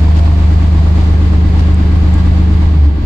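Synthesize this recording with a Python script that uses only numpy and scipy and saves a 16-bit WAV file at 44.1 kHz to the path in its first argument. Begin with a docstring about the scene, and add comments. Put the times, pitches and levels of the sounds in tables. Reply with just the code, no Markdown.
"""A three-cylinder diesel idles behind the bulkhead of a small closed boat cabin: tones locked to its
firings make the pulse, boom and drone; shaped noise makes hull rumble, clatter and knock; fittings ring.
A hand brushes past, and the listening point moves from window to dashboard, reshading the tones and treble.
After a second brush the stop handle ticks. Then the fuel is cut: clatter and knock weaken, the speed sags,
the boom swells briefly and drops away, and the hull gives separate low shudders."""
import sys
import numpy as np
from scipy import signal
from scipy.fft import rfft, irfft, next_fast_len
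from scipy.io import wavfile
from scipy.ndimage import uniform_filter1d, minimum_filter1d

SR = 44100
rng = np.random.default_rng(int(sys.argv[2]) if len(sys.argv) > 2 else 0)


def file_out(sig):
    """Save sig as 16-bit WAV at sys.argv[1]."""
    # one column per channel
    cols = np.atleast_2d(sig).T
    # limit, then scale
    lim = np.clip(cols, -1, 1)
    pcm = np.round(lim * 32767).astype(np.int16)
    wavfile.write(sys.argv[1], SR, pcm)


N = 134505
T = np.arange(N) / SR
CYLINDERS = 3   # one engine cycle is one firing of each
BOOM_ORDER = 3   # the boom's multiple of the firing rate
CLATTER_REPEATS = 0.19   # share of clatter and knock noise that is alike in every engine cycle

# engine speed before its small wander: (time [s], firing rate [1/s])
SPEED = [(0, 25.4), (.3, 25.65), (.52, 25.46), (1.0, 25.65), (1.4, 25.55), (1.8, 25.57), (2.3, 25.7),
         (2.7, 25.59), (2.77, 25.4), (2.84, 23.9), (3.05, 23.9)]
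# way through the cabin's standing waves: (time [s], position [0 at the window to 1 at the dashboard])
APPROACH = [(0, 0.053), (.8, 0.21), (1.4, 1)]


def from_db(db):
    """Decibels to gain."""
    return 10 ** (np.asarray(db) / 20)


def rms_one(x):
    """Scale to unit rms."""
    return x / np.sqrt(np.mean(x ** 2) + 1e-20)


def in_time(rows):
    """Join (time, value) points by straight lines."""
    return np.interp(T, *np.transpose(rows))


def at_hz(points, hz):
    """Read (frequency, value) points on a log frequency axis."""
    f, value = np.transpose(points)
    return np.interp(np.log(hz + 1), np.log(f), value)


def pan(db):
    """Left and right gains for a level difference, half to each side."""
    return from_db(np.array([[.5], [-.5]]) * db)


def drift(rate):
    """Slow chance movement with spread 1: noise through two equal low-passes at rate [Hz]."""
    step = 40   # samples between the points that are joined by lines
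    r = np.exp(-2 * np.pi * rate * step / SR)
    noise = rng.standard_normal(N // step + 2002)
    slow = signal.lfilter([1], [1, -2 * r, r * r], noise)[2000:]   # skip the filter's start
    return np.interp(np.arange(N) / step, np.arange(len(slow)), rms_one(slow))


def burst(age):
    """Rises to 1 at age 1, then dies away."""
    age = np.maximum(age, 0)
    return age * np.exp(1 - age)


def in_cabin(pair, spectrum):
    """Colour two noises, ripple them with the cabin's reflections, spread them left and right; rms 1."""
    # likeness of left and right, held within -1 to 1: (frequency [Hz], correlation)
    likeness = [(45, 3), (150, 0.6), (300, 0.86), (500, 0.36), (900, -0.04), (2000, -0.01), (5000, 0),
                (13000, 0)]
    # side that each band leans to: (frequency [Hz], left minus right [dB])
    balance = [(100, 5.5), (280, -3), (550, -1), (900, 0.5), (2000, 0.2), (4500, -0.4), (6700, 1.5),
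               (8200, 7.5), (9200, 12), (10200, -3), (15000, 1)]
    ripple_db, ripple_hz = 1.5, 18   # depth and smoothing width of the reflections' ripple
    size = next_fast_len(N + SR // 2)
    hz = np.arange(size // 2 + 1) * SR / size
    ripple = rms_one(uniform_filter1d(rng.standard_normal((2, len(hz))), int(ripple_hz / hz[1])))
    colour = from_db(at_hz(spectrum, hz) + ripple_db * ripple)
    mid, side = rfft(pair, size) * colour
    alike = np.clip(at_hz(likeness, hz), -1, 1)
    both = np.sqrt(1 + alike) * mid + np.sqrt(1 - alike) * side * [[1], [-1]]
    return rms_one(irfft(both * pan(at_hz(balance, hz)), size)[:, :N])


def rattling(firings, repeats):
    """Dense contacts as noise: a share comes back alike in every engine cycle, the rest is new."""
    size = int(CYLINDERS * N / (firings[-1] - firings[0]))   # samples in one engine cycle
    place = (firings / CYLINDERS * size).astype(int) % size
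    cycle = rng.standard_normal((2, size))[:, place]
    return np.sqrt(repeats) * cycle + np.sqrt(1 - repeats) * rng.standard_normal((2, N))


def partial(turns, multiple, db, rough_db):
    """One wavering tone locked to the engine."""
    level = from_db(db + rough_db * drift(21))
    return np.sqrt(2) * level * np.cos(2 * np.pi * multiple * turns)


def fittings(effort_db):
    """Covers and fittings ring at fixed pitches, each wavering separately on the left and right."""
    # resonances: (pitch [Hz], level at the window [dB rms], level at the dashboard [dB rms])
    rings = [(501, -47, -56.5), (685, -34, -56), (799, -50, -47.5), (900, -45.5, -49), (1128, -56.5, -45.5),
             (1626, -56.5, -48), (1980, -58.5, -49), (2708, -71, -56.5), (4600, -61.5, -60.5)]
    waver_hz, follows = 9, 0.55   # rate of waver; share of the effort's swing in dB
    near, out = in_time(APPROACH), 0
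    for hz, window_db, dashboard_db in rings:
        swing = np.array([drift(waver_hz) + 1j * drift(waver_hz) for _ in range(2)])
        level = from_db(window_db + (dashboard_db - window_db) * near + follows * effort_db)
        out = out + level * np.real(swing * np.exp(2j * np.pi * hz * T))
    return out


def hull(firings):
    """Panels shaken by the engine: low noise that buzzes on each swing of the boom."""
    # panel colour before levelling: (frequency [Hz], relative density [dB per Hz])
    panels = [(12, -32), (32, -7), (60, -8), (110, -0.5), (170, 2.5), (205, 5), (235, -0.5), (280, 0.5),
              (305, -1), (330, -2.5), (385, -5), (415, -5), (460, -8.5), (800, -54.5)]
    # rumble loudness: (time [s], level [dB rms])
    rumble_level = [(0, -24.5), (.8, -24.5), (1.5, -22), (2.55, -23), (2.8, -26.5), (3.05, -24)]
    repeats, buzz_db = 0.54, 3.7   # share alike in every engine cycle; depth of the buzz
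    buzz = from_db(buzz_db * np.cos(2 * np.pi * BOOM_ORDER * firings))
    return from_db(in_time(rumble_level)) * in_cabin(buzz * rattling(firings, repeats), panels)


def shudders():
    """The starved engine shakes the hull in separate, quickly dying sine swings."""
    # shudders: (start [s], pitch [Hz], peak of the envelope [dB])
    shakes = [(2.746, 156, -12.5), (2.806, 137, -17), (2.851, 290.4, -23), (2.924, 154, -20.5),
              (2.981, 328, -24), (3.024, 216, -26)]
    rise_s = 0.012
    out = 0
    for start, hz, db in shakes:
        out = out + from_db(db) * burst((T - start) / rise_s) * np.sin(2 * np.pi * hz * (T - start))
    return out


def hand():
    """Grainy noise of brushing hand and sleeve; noise snaps as the stop handle is turned and drawn out."""
    # brushes: (start [s], time until release [s], level before grain [dB])
    brushes = [(0.156, 0.039, -33), (1.573, 0.028, -31)]
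    # cloth colour before levelling: (frequency [Hz], relative density [dB per Hz])
    cloth = [(500, 13), (1500, 11.5), (4600, 4.5), (6500, -2), (9000, -13), (12000, -20), (15500, -39)]
    # ticks of the stop handle: (start [s], starting level [dB], left minus right [dB])
    ticks = [(1.7448, -34, 10), (2.14, -33, 6), (2.1435, -41, -3)]
    # tick colour before levelling: (frequency [Hz], relative density [dB per Hz])
    metal = [(1500, -12), (4500, -8), (5800, -1), (7700, 7), (10000, -25), (15000, -30.5)]
    attack_s, release_s, grain_db, tick_decay_s = .008, 0.019, 3.5, 0.0012
    swell = 0
    for start, length, db in brushes:
        attack = np.clip((T - start) / attack_s, 0, 1)
        release = np.exp(-np.maximum(T - start - length, 0) / release_s)
        swell = swell + from_db(db) * attack * release
    snaps = 0
    for start, db, lr in ticks:
        snaps = snaps + pan(lr) * from_db(db) * (T >= start) * np.exp(-np.abs(T - start) / tick_decay_s)
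    grain = from_db(grain_db * drift(150))
    brushing = swell * grain * in_cabin(rng.standard_normal((2, N)), cloth)
    return brushing + snaps * in_cabin(rng.standard_normal((2, N)), metal)


def clatter(firings, effort_db):
    """Injectors, valves and pistons rattle, swelling slightly each cycle; treble fades most with effort."""
    # rattle colour before levelling: (frequency [Hz], relative density [dB per Hz])
    rattle_colour = [(200, -31), (400, -3.5), (560, -2), (720, -1), (1130, -4), (1400, -9.5), (2000, -10),
                     (2800, -14), (4700, -16.5), (5500, -25), (7200, -25.5), (8800, -35.5), (10000, -41.5),
                     (12500, -41), (15500, -55.5)]
    level_db, swing_db, spread_db = -29, 0.3, 0.85   # loudness; swell in each engine cycle; chance waver
    treble_hz, treble_follows, treble_moved_db = 5200, 1.6, -1.25   # split; times effort; at the dashboard
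    swell = from_db(spread_db * drift(14) - swing_db * np.cos(2 * np.pi * firings / CYLINDERS))
    sound = in_cabin(swell * rattling(firings, CLATTER_REPEATS), rattle_colour)
    body = signal.sosfiltfilt(signal.butter(4, treble_hz, fs=SR, output="sos"), sound)
    treble = sound - body
    treble_db = treble_follows * effort_db + treble_moved_db * in_time(APPROACH)
    return from_db(level_db) * (body * from_db(effort_db) + treble * from_db(treble_db))


def knock(firings, effort_db):
    """Diesel knock: one hard noise burst per firing, its strength set by cylinder and by chance."""
    # knock colour before levelling: (frequency [Hz], relative density [dB per Hz])
    knock_colour = [(250, -27.5), (480, -2), (700, -1.5), (1100, -2), (1500, -15), (2300, -19.5),
                    (4500, -28.5), (7000, -43), (14000, -63.5)]
    # strength of each cylinder in firing order: (level [dB])
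    cylinder_db = [-3.5, 1.5, -0.5]
    level_db, spread_db, follows = -32, 1.5, 1.5   # loudness; stroke-to-stroke chance; times effort in dB
    rise_s, lead = 0.0064, 0.17   # lead in firings
    stroke, part = np.divmod(firings + lead + CYLINDERS, 1)
    stroke = stroke.astype(int)
    stroke_db = np.array(cylinder_db)[stroke % CYLINDERS] + spread_db * rng.standard_normal(N)[stroke]
    age_s = part / in_time(SPEED)
    level = from_db(level_db + stroke_db + follows * effort_db) * burst(age_s / rise_s)
    return level * in_cabin(rattling(firings, CLATTER_REPEATS), knock_colour)


def exhaust(firings, effort_db):
    """One pressure dip per firing, unequal between cylinders; the cabin's boom and drone swing against it."""
    # firing pulse at full effort: (multiple of the firing rate, level at position 0 [dB rms],
    # left minus right [dB], change at the dashboard [dB])
    pulse_partials = [(1, -22, 1.5, 1), (2, -24.5, 2.5, -.5), (4, -24, 4, 2), (5, -27.5, -4, 3),
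                      (6, -22.5, 1.5, -12.5), (9, -34, 3.5, -1.5), (10, -35.5, -6, 0.5), (12, -39, 1.5, 7)]
    # in-between partials of unequal firing: (multiple of the engine cycle rate, level at position 0 [dB rms],
    # change at the dashboard [dB])
    uneven = [(4, -32.5, 4.5), (16, -37, 1.5), (20, -37, -0.5), (25, -50.5, 6.5), (28, -41, 4.5),
              (35, -45, 3.5), (40, -43, 0.5)]
    # boom that the cabin resonates with, before waver: (time [s], level [dB rms])
    boom_level = [(0, -7.5), (.6, -8), (1.2, -8.5), (2.1, -9), (2.75, -8.5), (2.8, -5.5), (2.88, -5.5),
                  (2.91, -11), (2.95, -13), (3.05, -16)]
    # drone that the cabin resonates with, before waver: (time [s], level [dB rms])
    drone_level = [(0, -26), (.7, -25), (1.5, -22), (2.5, -19.5), (2.7, -25), (2.76, -25), (2.81, -35),
                   (3.05, -40)]
    drone_order = 7   # multiple of the firing rate
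    pulse_rough_db, uneven_rough_db, boom_rough_db, drone_rough_db = 1.7, 4.5, 0.5, 0.33   # waver
    near = in_time(APPROACH)
    drive_db = 1.5 * effort_db   # the pulse swings more than the effort
    pulse = 0
    for k, db, lr, moved_db in pulse_partials:
        pulse = pulse + pan(lr) * partial(firings, k, db + moved_db * near + drive_db, pulse_rough_db)
    lope = 0
    for k, db, moved_db in uneven:
        lope = lope + partial(firings / CYLINDERS, k, db + moved_db * near + drive_db, uneven_rough_db)
    boom = partial(firings, BOOM_ORDER, in_time(boom_level), boom_rough_db)
    drone = partial(firings, drone_order, in_time(drone_level), drone_rough_db)
    return boom + drone + lope - pulse


def scene():
    """One count of firings times the engine; combustion effort falls as the fuel is cut."""
    # strength of combustion: (time [s], level [dB])
    effort = [(0, -0.5), (1.0, 0), (1.8, -1), (2.3, -0.1), (2.66, -0.84), (2.79, -3.5), (2.91, -5.5),
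              (3.05, -3.5)]
    speed_wander, first_firing_s = .002, .0043   # wander as a share of the speed
    rate = in_time(SPEED) * (1 + speed_wander * drift(10))
    firings = np.cumsum(rate) / SR - first_firing_s * rate[0]
    effort_db = in_time(effort)
    around = fittings(effort_db) + hull(firings) + shudders() + hand()
    engine = clatter(firings, effort_db) + knock(firings, effort_db) + exhaust(firings, effort_db)
    return around + engine


def record(dry):
    """A smooth limiter holds the highest swings; the top is cut steeply."""
    ceiling, limiter_s, stop_hz = .97, .008, 16200
    size = int(limiter_s * SR)
    needed = ceiling / np.maximum(np.abs(dry).max(axis=0), ceiling)
    held = minimum_filter1d(needed, 2 * size)
    gain = uniform_filter1d(uniform_filter1d(held, size), size)
    return signal.sosfiltfilt(signal.cheby2(14, 50, stop_hz, fs=SR, output="sos"), dry * gain)


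dry = scene()
out = record(dry)
file_out(out)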